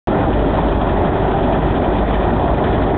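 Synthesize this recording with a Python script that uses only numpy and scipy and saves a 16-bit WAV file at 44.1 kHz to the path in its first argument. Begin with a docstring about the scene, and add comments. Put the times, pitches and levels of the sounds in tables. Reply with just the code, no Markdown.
"""A roar over one low droning note sets in abruptly: a threshing machine in the open air.
The drum drones; drum, fan and straw roar through the wooden housing, whose panels hum.
Shaker and elevator clatter about ten times a second and loose grain rattles on sheet metal.
Heard close by through a narrow-band microphone."""
import sys
import numpy as np
from scipy import signal
from scipy.fft import rfft, irfft, next_fast_len
from scipy.io import wavfile

SR = 44100
rng = np.random.default_rng(int(sys.argv[2]) if len(sys.argv) > 2 else 0)


def inscribe(sig):
    """Save sig as 16-bit PCM at rate SR to the path in sys.argv[1].

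    A 1-D sig is mono; a 2-D sig holds one channel per row.
    Samples are clipped to [-1, 1] before scaling.
    """
    pcm = np.round(np.clip(np.atleast_2d(sig).T, -1, 1) * 32767)
    wavfile.write(sys.argv[1], SR, pcm.astype(np.int16))


N = 130977

# roar in the housing: freq_hz, relative_density_db
ROAR_SPECTRUM = [(12, -43.5), (20, -23), (37, -18.5), (54, -5), (118, -6.5), (258, -6.5), (296, -5),
                 (338, -7), (378, -5.5), (484, -14), (593, -8.5), (709, -8.5), (971, -14.5), (1160, -22),
                 (1300, -21), (1630, -27), (1860, -25.5), (2230, -36), (2490, -32.5), (2790, -40),
                 (3340, -34), (3730, -42), (4270, -50), (5550, -92.5), (9390, -120)]
# slow swings of the roar: time_s, hum_gain_db, treble_gain_db
ROAR_SWINGS = [(.08, 4.5, 4.5), (.3, -2, -2), (.5, 1, 0), (.7, -0.5, -1), (.9, -0.5, -0.5),
               (1.1, 1.5, -0.5), (1.3, 0, -0.5), (1.5, 2.5, -1.5), (1.7, 0, 0), (1.9, 1, -1.5),
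               (2.1, -3.5, 0), (2.3, -0.5, -1), (2.5, -1, -1), (2.7, -1.5, -0.5), (2.96, 1.5, -1.5)]
# drum drone: time_s, pitch_hz, level_db
DRUM_DRONE = [(.08, 50.26, -28.5), (.27, 51.5, -19.5), (.85, 50.4, -21.5), (1.15, 50.33, -24.5),
              (1.45, 50.46, -25.5), (1.68, 51.3, -19), (1.79, 51.5, -29.5), (1.95, 51.7, -22),
              (2.22, 51.4, -18.5), (2.41, 51.5, -25.5), (2.52, 51.6, -18), (2.66, 51.66, -26),
              (2.85, 51.8, -20.5), (2.96, 53.44, -22)]
# housing panels: freq_hz, stage_width_hz, level_db
PANEL_MODES = [(37, 9, -35), (65.4, 12, -33), (80.6, 15, -33), (295.1, 25, -30.5), (379.2, 26, -34),
               (459, 11, -37.5), (603.7, 35, -36), (702.4, 70, -34), (792.3, 32, -33), (974, 30, -43.5)]
# shaker knocks: start_s, gain_db, bright_gain_db
SHAKER_KNOCKS = [(0.3247, -26, 0), (0.3855, -30, 1), (0.603, -29, -2), (0.6799, -26.5, 1),
                 (0.8066, -27.5, 0), (0.8854, -27.5, -1), (0.9707, -28.5, -1), (1.04, -27, 0),
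                 (1.274, -26, -0.5), (1.3074, -28, 0), (1.3849, -28, 0), (1.4247, -25.5, -1),
                 (1.5214, -24.5, 1), (1.6182, -27, -0.5), (1.6667, -29, 0), (1.739, -30, -0.5),
                 (1.839, -27, 0.5), (1.932, -28, 1), (1.9799, -26.5, 0.5), (2.1383, -24, -0.5),
                 (2.1994, -29.5, 0), (2.2268, -26, 0), (2.3255, -29.5, -2), (2.5362, -28, 0),
                 (2.6359, -27, -0.5), (2.6695, -29, -2), (2.725, -25, 0), (2.8214, -25.5, -0.5)]
# sheet metal: freq_hz, width_hz, relative_gain_db
SHEET_MODES = [(1250, 360, -1.5), (1790, 270, 0.5), (2390, 91, 0), (3010, 400, -4), (3700, 360, -8.5)]

ROAR_DB, HUM_BAND_HZ, TREBLE_HZ = -14.5, (250, 500), 900
SHARED_FLICKER_DB, SHARED_FLICKER_HZ, BAND_FLICKER_DB, BAND_FLICKER_HZ = 1.0, 27, 1.5, 14
PANEL_SWELL_DB, PANEL_SWELL_HZ = 1.5, 3
KNOCK_RISE_S, KNOCK_T60_S, BRIGHT_HZ = .004, .11, 2850
GRAIN_PER_S, GRAIN_SPREAD_DB, GRAIN_DB = 900, 4.5, -44.5
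DC_OFFSET, LIMIT, NEGATIVE_LIMIT_RATIO, RELEASE_DB_PER_S = .017, .53, 1.1, 61.5
MIC_ROLLOFF_HZ, CUTOFF_HZ = 3723, 4420
START_S, FADE_IN_S = .0725, .0001


def housing_roar():
    """Drum, fan and straw: noise in half-octave bands that flicker partly together, partly alone."""
    size = next_fast_len(N)
    octave = np.log2(np.maximum(np.fft.rfftfreq(size, 1 / SR), 1))
    freq_hz, density_db = np.transpose(ROAR_SPECTRUM)
    spectrum = rfft(rng.standard_normal(size)) * amp(np.interp(octave, np.log2(freq_hz), density_db, -99))
    hum_db, treble_db = curves(ROAR_SWINGS)
    treble_db += SHARED_FLICKER_DB * drift(SHARED_FLICKER_HZ)
    roar = 0
    for centre_octave in np.arange(4, 13.1, .5):
        centre_hz = 2 ** centre_octave
        window = np.cos(np.pi * np.clip(octave - centre_octave, -.5, .5)) ** 2
        in_hum = HUM_BAND_HZ[0] < centre_hz < HUM_BAND_HZ[1]
        treble_share = 1 / (1 + (TREBLE_HZ / centre_hz) ** 2)
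        gain_db = in_hum * hum_db + treble_share * treble_db + BAND_FLICKER_DB * drift(BAND_FLICKER_HZ)
        roar += amp(gain_db) * irfft(spectrum * window, size)[:N]
    return amp(ROAR_DB) * unit_rms(roar)


def drum_drone():
    """The drum drones on one low sine, wavering in pitch and level."""
    pitch_hz, level_db = curves(DRUM_DRONE)
    phase = 2 * np.pi * np.cumsum(pitch_hz) / SR + rng.uniform(0, 2 * np.pi)
    return np.sqrt(2) * amp(level_db) * np.sin(phase)


def panel_hum():
    """Each panel picks a narrow band out of the shaking and swells on its own."""
    shaking = rng.standard_normal(N)
    hum = 0
    for freq_hz, width_hz, level_db in PANEL_MODES:
        band = resonance(resonance(shaking, freq_hz, width_hz), freq_hz, width_hz)
        hum += amp(level_db + PANEL_SWELL_DB * drift(PANEL_SWELL_HZ)) * unit_rms(band)
    return hum


def shaker_clatter():
    """Each knock is a noise burst in the sheet metal that rises fast and dies; some ring brighter."""
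    low_power, high_power = np.zeros((2, N))
    for start_s, gain_db, bright_gain_db in SHAKER_KNOCKS:
        age_s = np.maximum(np.arange(N) / SR - start_s, 0)
        envelope = amp(gain_db - 60 * age_s / KNOCK_T60_S) * (1 - np.exp(-age_s / KNOCK_RISE_S))
        low_power += envelope ** 2 / 2
        high_power += (envelope * amp(bright_gain_db)) ** 2 / 2
    ring = sheet_metal(rng.standard_normal(N))
    low = signal.sosfilt(signal.butter(4, BRIGHT_HZ, "low", fs=SR, output="sos"), ring)
    high = signal.sosfilt(signal.butter(4, BRIGHT_HZ, "high", fs=SR, output="sos"), ring)
    return np.sqrt(low_power) * low + np.sqrt(high_power) * high


def grain_rattle():
    """Kernels strike the sheet metal at random."""
    strengths = amp(GRAIN_SPREAD_DB * np.minimum(rng.exponential(1, N), 5)) * rng.choice([-1, 1], N)
    strikes = rng.random(N) < GRAIN_PER_S / SR
    return amp(GRAIN_DB) * unit_rms(sheet_metal(strengths * strikes + 1e-18))


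def sheet_metal(force):
    """Broad parallel resonances of alternating sign; white input keeps its rms."""
    def ring(x):
        return sum((-1) ** k * amp(gain_db) * resonance(x, freq_hz, width_hz)
                   for k, (freq_hz, width_hz, gain_db) in enumerate(SHEET_MODES))
    return ring(force) / np.linalg.norm(ring(signal.unit_impulse(4096)))


def resonance(x, freq_hz, width_hz):
    """Two-pole band-pass, peak gain 1."""
    radius = np.exp(-np.pi * width_hz / SR)
    feedback = [1, -2 * radius * np.cos(2 * np.pi * freq_hz / SR), radius ** 2]
    return signal.lfilter((1 - radius ** 2) / 2 * np.array([1, 0, -1]), feedback, x)


def drift(corner_hz):
    """Slow random curve, rms 1."""
    hop, warmup = 40, 2000
    pole = np.exp(-2 * np.pi * corner_hz * hop / SR)
    noise = rng.standard_normal(N // hop + warmup + 2)
    slow = signal.lfilter([1], [1, -2 * pole, pole ** 2], noise)[warmup:]
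    return np.interp(np.arange(N) / hop, np.arange(len(slow)), unit_rms(slow))


def curves(rows):
    """Table columns interpolated per sample."""
    time_s, *columns = np.transpose(rows)
    return [np.interp(np.arange(N) / SR, time_s, column) for column in columns]


def amp(db):
    """dB to gain."""
    return 10 ** (np.asarray(db) / 20)


def unit_rms(x):
    """Scale to rms 1."""
    return x / np.sqrt(np.mean(x ** 2) + 1e-20)


def scene():
    """The whole machine, mono."""
    return (drum_drone() + housing_roar() + panel_hum() + shaker_clatter() + grain_rattle())[None]


def record(dry):
    """DC offset, limiter, treble roll-off and cut, abrupt start."""
    time_s = np.arange(N) / SR
    biased = dry + DC_OFFSET
    peak = np.maximum(biased, -biased / NEGATIVE_LIMIT_RATIO)
    over_db = 20 * np.log10(np.maximum(peak / LIMIT, 1))
    release_db = RELEASE_DB_PER_S * time_s
    reduction_db = np.maximum.accumulate(over_db + release_db, axis=1) - release_db
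    limited = biased * amp(-reduction_db)
    rolled = signal.sosfilt(signal.cheby1(4, 1, MIC_ROLLOFF_HZ, fs=SR, output="sos"), limited)
    narrow = signal.sosfilt(signal.ellip(9, .3, 70, CUTOFF_HZ, fs=SR, output="sos"), rolled)
    return narrow * np.clip((time_s - START_S) / FADE_IN_S, 0, 1)


dry = scene()
out = record(dry)
inscribe(out)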